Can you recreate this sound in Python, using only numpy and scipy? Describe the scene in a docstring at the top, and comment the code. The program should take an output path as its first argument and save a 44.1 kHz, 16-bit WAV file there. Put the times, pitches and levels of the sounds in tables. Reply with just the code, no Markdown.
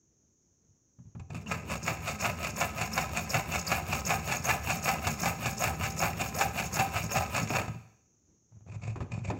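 """A small hacksaw cuts a thin brass rod held in a lathe chuck, close by in a quiet workshop.
The saw knocks against the work, then settles into pulls and pushes: teeth bite once a stroke, chip the
rod, ring saw and chuck, rub and squeak in the slot and shake the lathe, while the blade's modes slide.
As the slot deepens the arm speeds up and the pushes chatter; then it slows, with a few more knocks.
After a pause, a few light strokes and knocks follow."""
import sys
import numpy as np
from scipy import signal
from scipy.fft import rfft, irfft
from scipy.io import wavfile
from scipy.ndimage import uniform_filter1d

SR = 44100
rng = np.random.default_rng(int(sys.argv[2]) if len(sys.argv) > 2 else 0)


def pcm_store(signal):
    """Save signal as 16-bit PCM."""
    levels = np.round(np.clip(np.atleast_2d(signal), -1, 1) * 32767)
    wavfile.write(sys.argv[1], SR, levels.astype(np.int16).T)


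N = 414099
TIME = np.arange(N) / SR
USUAL_FORCE_DB = -33


def saw():
    """The main cut: one arm motion drives the teeth, the blade and the lathe."""
    arm = arm_motion()
    contact = teeth(arm["teeth_per_s"], scatter_db=4, grit_db=7.5, tone_db=-13.5, jitter=0.065)
    snag = snag_force(rise_s=0.0022, fall_s=0.015)
    cut = stroke_gain(arm["force_db"] + 3 + bite_load(arm, rise_db=18.5, fall_db=20))
    lathe_db = -35.5 + 0.37 * (arm["force_db"] - USUAL_FORCE_DB)  # the heavy lathe only partly follows
    thrum = stroke_gain(lathe_db + bite_load(arm, rise_db=6, fall_db=7.5))
    mids = cutting(arm["pushing"], contact, cut, snag)
    treble = flank_rub(arm) + tip_hiss(arm, contact)
    blade = blade_echo(mids, arm["travel"], back_s=0.0038, home_s=0.0031, share=0.3)
    blade += blade_echo(treble, arm["travel"], back_s=0.000773, home_s=0.000738, share=0.26)
    lathe = lathe_thrum(thrum, snag)
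    tones = span_hum(arm, thrum) + pull_singing(arm, cut) + push_chatter(arm)
    return blade + lathe + tones + squeaks()


# Pulls and pushes in turn, each lasting until the next: start_s, bite_s, force_db
STROKES = [(1.296, 1.353, -51), (1.458, 1.514, -38.5), (1.639, 1.716, -39), (1.811, 1.877, -34.5),
           (1.997, 2.085, -37), (2.181, 2.246, -32), (2.352, 2.446, -37.5), (2.54, 2.612, -31.5),
           (2.726, 2.813, -36), (2.902, 2.979, -31.5), (3.093, 3.173, -36), (3.27, 3.344, -30.5),
           (3.451, 3.548, -35), (3.641, 3.717, -32), (3.846, 3.926, -33.5), (4.032, 4.106, -30.5),
           (4.217, 4.319, -34.5), (4.417, 4.491, -30.5), (4.605, 4.699, -33), (4.807, 4.881, -30),
           (4.994, 5.071, -34.5), (5.171, 5.258, -30.5), (5.37, 5.457, -35.5), (5.563, 5.64, -31),
           (5.76, 5.836, -36.5), (5.951, 6.028, -31), (6.145, 6.212, -35.5), (6.324, 6.411, -31),
           (6.515, 6.593, -35.5), (6.706, 6.792, -30.5), (6.898, 6.964, -35), (7.086, 7.17, -28.5),
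           (7.276, 7.366, -32.5), (7.469, 7.553, -31.5)]
LAST_STROKE_END_S = 7.665
# The arm's mid-stroke pace, picking up and then easing off: time_s, teeth_per_s
ARM_PACE = [(1.3, 350), (2.0, 692), (4.1, 772), (6.85, 774), (7.6, 470)]


def arm_motion(usual_teeth_per_s=782):
    """Each stroke speeds up from the turn, runs evenly through the middle and brakes."""
    start_s, bite_s, force_db = np.transpose(STROKES)
    turns_s = np.append(start_s, LAST_STROKE_END_S)
    place = np.interp(TIME, turns_s, np.arange(len(turns_s)))
    stroke = np.minimum(place.astype(int), len(start_s) - 1)
    pace = np.interp(TIME, *np.transpose(ARM_PACE))
    swing = 1 - np.abs(2 * (place % 1) - 1) ** 2.8
    return dict(
        pushing=stroke % 2 == 1, force_db=force_db[stroke],
        teeth_per_s=pace * np.maximum(swing, 0.1), speed_db=20 * np.log10(pace / usual_teeth_per_s),
        share=place - stroke,  # 0 to 1 through each stroke
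        bite_share=((bite_s - start_s) / np.diff(turns_s))[stroke],
        travel=(1 + np.cos(np.pi * place)) / 2,  # 0 drawn back, 1 pushed home
        uncut=1 - place / len(start_s))  # share of the rod still to go


def bite_load(arm, rise_db, fall_db):
    """The load, in dB against its peak, climbs from the turn, steps up at the bite and eases off."""
    share, bite = arm["share"], arm["bite_share"]
    before = np.maximum(1 - share / bite, 0)
    after = np.maximum((share - bite) / (1 - bite), 0)
    step_db = np.where(arm["pushing"], 3, 1) * (before > 0)
    return -step_db - rise_db * before - fall_db * after


def snag_force(rise_s, fall_s, pull_db=4, push_db=6.5, fresh_db=4):
    """The force jumps as the teeth bite, hardest on the push and while the cut is fresh."""
    force, t = np.zeros(N), TIME[:SR // 10]
    jolt = np.minimum(t / rise_s, 1) * np.exp(-t / fall_s)
    for k, (_, bite_s, force_db) in enumerate(STROKES):
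        boost_db = (push_db if k % 2 else pull_db) + fresh_db * (1 - k / len(STROKES))
        add(force, bite_s - rise_s, undb(force_db + boost_db) * jolt)
    return force


def teeth(rate_hz, scatter_db, grit_db, tone_db, jitter):
    """Each tooth strikes the rod with its own force, crumbles a chip off it and lifts the blade."""
    phase = np.cumsum(rate_hz * (1 + jitter * wander(300))) / SR
    tooth = phase.astype(int)
    force = undb(scatter_db * np.clip(rng.standard_normal(N // 16), -2, 2))[tooth]
    strikes = np.diff(tooth, prepend=0) * force * np.sqrt(rate_hz)  # slow teeth land softly
    chips = force * np.exp(-2 * (phase % 1)) * rng.standard_normal(N)
    lift = np.cos(2 * np.pi * phase)
    return unit(unit(strikes) + undb(grit_db) * unit(chips) + undb(tone_db) * lift)


# The metallic ring of saw, rod and chuck: pitch_hz, width_hz, boost_db
METAL_MODES = [(445.6, 8.1, 14.5), (544.6, 13, 7), (602, 15, 5.5), (706, 33, 8), (781, 8.9, 10.5),
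               (815, 17, 0), (1010, 76, 9), (1179, 92, 1.5), (1277.5, 60, 10.5), (1610, 61, 6),
               (1737, 120, 7), (2044, 37, 8), (2247, 140, 6.5), (2446, 100, 7), (2662, 57, 6),
               (2780, 28, 1.5), (3636, 360, 6.5), (4495, 160, 8.5), (5405, 210, 4.5), (6687, 150, 10.5),
               (7180, 360, 6.5), (8077, 440, 11), (10030, 280, 9), (12063, 520, 2), (14300, 155, 2)]
# The rasp of the push and of the brighter pull: frequency_hz, level_db
PUSH_COLOUR = [(150, -27), (330, -7.5), (600, 3), (1300, 1), (1900, -4.5), (2700, 1.5), (3200, -14.5),
               (7000, -12), (9000, -26), (15500, -24.5)]
PULL_COLOUR = [(150, -26.5), (330, -13), (600, 3), (1300, 1.5), (1900, -4.5), (2700, 2.5), (3200, -11.5),
               (7000, -8.5), (9000, -18.5), (15500, -21.5)]


def cutting(pushing, contact, cut, snag):
    """Tooth strikes under a flickering load ring the saw and chuck."""
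    flicker = unit(undb(2.08 * wander(170)))
    force = contact * np.hypot(cut * flicker, snag)
    push = ring(force * pushing, PUSH_COLOUR, METAL_MODES)
    return push + ring(force * ~pushing, PULL_COLOUR, METAL_MODES)


# The bright rub in the slot: frequency_hz, level_db
RUB_COLOUR = [(2500, -38), (4200, -9.5), (5300, 2.5), (7000, 3.5), (8000, -11), (9000, -16.5), (15500, -36)]


def flank_rub(arm):
    """The blade's flanks rub and squeak in the slot, louder with force and speed."""
    push_db = -9 + swell_db(arm["share"], full=0.13, fading=0.3, depth_db=20.5)
    pull_db = -9.5 + swell_db(arm["share"], full=0.74, fading=0.83, depth_db=17)
    drive_db = arm["force_db"] + 1.1 * arm["speed_db"]
    gain = stroke_gain(drive_db + np.where(arm["pushing"], push_db, pull_db))
    flanks = friction(rate_hz=250, patchy_db=5.5)
    flanks += undb(-15) * tiny_squeaks(4600, 7400, swell_s=0.00067, spread_db=22)
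    return ring(flanks * gain, RUB_COLOUR, METAL_MODES)


# The airy top of the tooth tips: frequency_hz, level_db
HISS_COLOUR = [(5000, -22.5), (8500, -8.5), (11000, -9.5), (13000, -4.5), (15500, -4)]


def tip_hiss(arm, contact):
    """The tips hiss more with speed and slot depth; a chip cracks off as each snag begins."""
    push_db = -11 + swell_db(arm["share"], full=0.18, fading=0.67, depth_db=27.5)
    pull_db = -11.5 + swell_db(arm["share"], full=0.2, fading=0.77, depth_db=22.5)
    gain = stroke_gain(sliding_db(arm, growth_db=3) + np.where(arm["pushing"], push_db, pull_db))
    tips = unit(contact + friction(rate_hz=360, patchy_db=5))
    tips += undb(-12.5) * tiny_squeaks(11000, 15600, swell_s=0.0019, spread_db=17.5)
    crack = undb(21.5) * snag_force(rise_s=0.0013, fall_s=0.0044)
    return ring(tips * gain * np.hypot(1, crack), HISS_COLOUR, METAL_MODES)


def blade_echo(x, travel, back_s, home_s, share):
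    """A wave returns from the blade's end; its delay, and so a comb filter, slides with the travel."""
    delay_s = back_s + (home_s - back_s) * travel
    return (x + share * np.interp(TIME - delay_s, TIME, x)) / np.hypot(1, share)


def push_chatter(arm, mode_hz=781, lock_travel=0.3):
    """On the push the teeth chatter, climbing in pitch until they lock on a mode of the work."""
    pitch_hz = mode_hz * np.clip(arm["travel"] / lock_travel, 0.1, 1) ** 0.3
    push_db = -0.5 + swell_db(arm["share"], full=0.38, fading=0.72, depth_db=24)
    gain = stroke_gain(sliding_db(arm, growth_db=14.5) + push_db)
    return sliding_mode(pitch_hz, width_hz=80) * gain * arm["pushing"]


def pull_singing(arm, cut, home_hz=2900, back_hz=2200):
    """Dragged backwards, the teeth make the blade sing, falling in pitch through mid-stroke."""
    pitch_hz = back_hz * (home_hz / back_hz) ** arm["travel"]
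    gain = undb(-5) * cut * np.sin(np.pi * arm["travel"])
    return sliding_mode(pitch_hz, width_hz=610) * gain * ~arm["pushing"]


def span_hum(arm, thrum, home_hz=68.6, back_hz=215.3):
    """The blade's free span changes as it travels, so its low mode slides."""
    pitch_hz = back_hz * (home_hz / back_hz) ** arm["travel"]
    return sliding_mode(pitch_hz, width_hz=30) * thrum * undb(-4.5)


# The squeaks that stand out: centre_s, pitch_hz, level_db
SQUEAKS = [(1.472, 2750, -37), (2.938, 5320, -30), (3.305, 5253, -28.5), (3.679, 4840, -27.5),
           (4.07, 6590, -26.5), (4.371, 6700, -29), (4.456, 6310, -25.5), (5.611, 6684, -29),
           (7.133, 6616, -28.5)]


def squeaks(trim_db=-1.5):
    """The blade squeals briefly in the slot, mostly as a push begins."""
    out = np.zeros(N)
    for centre_s, pitch_hz, level_db in SQUEAKS:
        sound = stick_slip(pitch_hz, swell_s=0.0032, waver=0.05)
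        add(out, centre_s - len(sound) / 2 / SR, undb(level_db + trim_db) * sound)
    return out


def tiny_squeaks(low_hz, high_hz, swell_s, spread_db, count=1500):
    """A glittering swarm of squeaks from the tooth flanks."""
    out = np.zeros(N)
    for when, pitch, size in rng.random((count, 3)):
        sound = stick_slip(low_hz + pitch * (high_hz - low_hz), swell_s, waver=0.02)
        add(out, when * TIME[-1], undb(spread_db * size) * sound)
    return unit(out)


def stick_slip(pitch_hz, swell_s, waver):
    """Stick and slip swell a blade mode for a few milliseconds; its pitch slides with the contact."""
    t = TIME[:SR // 32]
    slide = np.interp(t, np.linspace(0, t[-1], 24), rng.standard_normal(24))
    phase = 2 * np.pi * np.cumsum(pitch_hz * (1 + waver * slide)) / SR
    return np.sin(phase) / np.cosh((t - t.mean()) / swell_s)


# The low body of the lathe: frequency_hz, level_db
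THRUM_COLOUR = [(30, -18), (50, -20.5), (66, -0.5), (100, -0.5), (125, -4), (158, 2), (182, -4.5),
                (225, -4), (270, -13.5), (550, -16.5)]


def lathe_thrum(thrum, snag):
    """The load and the snags shake the heavy lathe."""
    return ring(friction(rate_hz=60, patchy_db=2) * np.hypot(thrum, snag * undb(-19)), THRUM_COLOUR)


# The closing strokes: start_s, end_s, force_db
LIGHT_STROKES = [(8.496, 8.656, -50), (8.651, 8.794, -36), (8.784, 8.957, -32.5), (8.946, 9.06, -37),
                 (9.084, 9.233, -33.5), (9.218, 9.343, -31), (9.35, 9.45, -34)]
# Their dull thrum, and the thin sound of a light touch on the metal: frequency_hz, level_db
DULL_COLOUR = [(40, -19), (100, -2), (200, -11), (270, -27), (1000, -37)]
TOUCH_COLOUR = [(200, -12.5), (600, 8.5), (1900, -8.5), (2500, 7), (3200, -14.5), (7500, -8.5),
                (9000, -37.5), (15500, -47)]


def light_strokes():
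    """The blade creeps over the last of the metal: mostly thrum, with a thin scrape."""
    thrum, scrape = np.zeros((2, N))
    for start_s, end_s, force_db in LIGHT_STROKES:
        arch = np.hanning(int((end_s - start_s) * SR))
        press_db = 2.2 * (force_db - USUAL_FORCE_DB)  # the scrape grows faster than the force
        add(thrum, start_s, undb(force_db) * np.sqrt(arch))
        add(scrape, start_s, undb(press_db - 50.5) * arch)
    thrum *= undb(-2) * teeth(rate_hz=101, scatter_db=5, grit_db=1, tone_db=-31, jitter=0.2)
    scrape *= undb(2) * friction(rate_hz=130, patchy_db=4.5)
    return ring(thrum, DULL_COLOUR) + ring(scrape, TOUCH_COLOUR, METAL_MODES)


# The saw bumps the work: start_s, thud_db, clack_db, tick_db
KNOCKS = [(0.69, -56, -91, -88), (0.986, -41, -68, -81), (1.054, -41, -78, -77), (1.15, -33.5, -55, -66),
          (1.196, -32.5, -57, -44.5), (1.302, -32.5, -57, -41), (1.345, -32, -52, -41),
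          (7.035, -27, -44, -55), (7.416, -24, -39, -47), (7.502, -31, -32, -27), (7.679, -26, -50, -33.5),
          (7.744, -34, -56, -47), (8.957, -32, -42.5, -47), (9.004, -27, -37.5, -49),
          (9.118, -29.5, -67, -35.5), (9.3, -29.5, -32, -33)]
# The weight of the lathe under each knock: pitch_hz, level_db
LATHE_MODES = [(82, -6.5), (108, 3), (152, 0), (205, -6.5)]
# The midrange clack and the housing's low clunk: frequency_hz, level_db
CLACK_COLOUR = [(120, -22), (300, -0.5), (800, 4.5), (1700, -10), (3500, -25.5)]
CLUNK_COLOUR = [(150, -26), (250, 4.5), (440, -3), (650, -8.5)]


def knocks(thud_s=0.021, clack_s=0.011, tick_s=0.0058, clunk_s=0.045):
    """A blow rocks the lathe, a short rattle rings chuck and blade, and the housing clunks."""
    thud, clack, tick, clunk = np.zeros((4, N))
    t = TIME[:SR // 4]
    for start_s, thud_db, clack_db, tick_db in KNOCKS:
        noise = rng.standard_normal(len(t))
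        detune = 1 + 0.083 * noise[0]
        rocking = sum(undb(db) * np.sin(2 * np.pi * hz * detune * t) for hz, db in LATHE_MODES)
        rocking *= 1 - np.exp(-t / 0.0073)
        rattle = noise * (1 - np.exp(-t / 0.0011))  # the contact builds up as the blade flexes
        add(thud, start_s, undb(thud_db) * rocking * np.exp(-t / thud_s))
        add(clack, start_s, undb(clack_db + 1.5) * rattle * np.exp(-t / clack_s))
        add(tick, start_s, undb(tick_db - 0.5) * rattle * np.exp(-t / tick_s))
        add(clunk, start_s, undb(clack_db - 2) * noise * np.exp(-t / clunk_s))
    metal = ring(clack, CLACK_COLOUR, METAL_MODES) + ring(tick, TOUCH_COLOUR, METAL_MODES)
    return thud + metal + ring(clunk, CLUNK_COLOUR)


def workshop(x, low_t60_s=0.67, treble_t60_s=0.7, wet_db=-12, gap_s=0.0017):
    """Nearby surfaces return a short, bright tail."""
    t = TIME[:SR]
    noise = rng.standard_normal(len(t))
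    low = signal.sosfilt(signal.butter(1, 3000, fs=SR, output="sos"), noise)
    tail = low * undb(-60 * t / low_t60_s) + (noise - low) * undb(-60 * t / treble_t60_s)
    tail *= t > gap_s
    return x + undb(wet_db) * signal.fftconvolve(x, tail / np.linalg.norm(tail))[:N]


# The room's low murmur and high whisper: frequency_hz, level_db
MURMUR_COLOUR = [(15, -47.5), (25, -12.5), (86, -2), (332, -9.5), (695, -24.5), (4500, -41), (5850, -71),
                 (9900, -120)]
WHISPER_COLOUR = [(3500, -28), (4900, -22.5), (5700, -3), (6600, 3), (7200, -9), (8000, -28),
                  (10000, -36.5), (15500, -28.5)]


def room_tone():
    """A faint wavering murmur under a narrow band of steady high hiss."""
    murmur = ring(rng.standard_normal(N), MURMUR_COLOUR) * undb(-72 + 1.4 * wander(17))
    return murmur + ring(rng.standard_normal(N), WHISPER_COLOUR) * undb(-73.5)


def sliding_db(arm, growth_db):
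    """Sliding gets louder with force and speed, and by growth_db from fresh cut to deep slot."""
    return arm["force_db"] + 1.9 * arm["speed_db"] - growth_db * arm["uncut"]


def swell_db(share, full, fading, depth_db):
    """Attack, hold and release; full and fading are shares of the stroke."""
    return -depth_db * np.maximum(np.maximum(1 - share / full, (share - fading) / (1 - fading)), 0)


def stroke_gain(level_db):
    """A smoothed gain, open only during the main strokes."""
    touching = (TIME > STROKES[0][0]) & (TIME < LAST_STROKE_END_S)
    return uniform_filter1d(touching * undb(level_db), size=128)


def friction(rate_hz, patchy_db):
    """Sliding contact that grips and lets go unevenly."""
    return unit(rng.standard_normal(N) * undb(patchy_db * np.clip(wander(rate_hz), -2, 2)))


def sliding_mode(pitch_hz, width_hz):
    """A randomly driven mode whose pitch moves."""
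    phase = 2 * np.pi * np.cumsum(pitch_hz) / SR
    return unit(wander(width_hz) * np.cos(phase) + wander(width_hz) * np.sin(phase))


def ring(x, colour, modes=(), size=8192):
    """Pass x through a body of unit power: a broad colour with resonances standing on it."""
    f = np.maximum(np.arange(size // 2 + 1) * SR / size, 1)
    hz, db = np.transpose(colour)
    gain_db = np.interp(np.log(f), np.log(hz), db)
    # beyond its ends the colour falls 12 dB an octave
    gain_db -= 40 * np.log10(np.maximum(f / hz[-1], 1) * np.maximum(hz[0] / f, 1))
    for pitch_hz, width_hz, boost_db in modes:
        gain_db += boost_db / (1 + (2 * (f - pitch_hz) / width_hz) ** 2)
    # minimum phase, so the ring follows the strike
    cepstrum = irfft(np.log(undb(gain_db)))
    cepstrum[1:size // 2] *= 2
    cepstrum[size // 2 + 1:] = 0
    response = irfft(np.exp(rfft(cepstrum)))
    return signal.fftconvolve(x, response / np.linalg.norm(response))[:N]


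def wander(rate_hz):
    """Smooth random drift with a spread of 1."""
    knots = rng.standard_normal(N // 8)
    return unit(np.interp(TIME * rate_hz, np.arange(len(knots)), knots))


def undb(db):
    """Decibels to gain."""
    return 10 ** (np.asarray(db) / 20)


def unit(x):
    """Scale to rms 1."""
    return x / np.sqrt(np.mean(x ** 2))


def add(track, start_s, sound):
    """Mix a sound into a track."""
    i = max(int(start_s * SR), 0)
    track[i:i + len(sound)] += sound[:N - i]


def scene():
    """Sawing and knocks in the workshop, over its room tone."""
    work = saw() + light_strokes() + knocks()
    return (workshop(work) + room_tone())[None]


def record(dry, bass_hz=42, ceiling=0.3, top_hz=15750):
    """Shed the lowest bass, round the sharpest peaks and cut the top."""
    thin = signal.sosfilt(signal.butter(2, bass_hz, "high", fs=SR, output="sos"), dry)
    rounded = ceiling * np.tanh(thin / ceiling)
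    return signal.sosfilt(signal.ellip(10, 0.2, 80, top_hz, fs=SR, output="sos"), rounded)


dry = scene()
out = record(dry)
pcm_store(out)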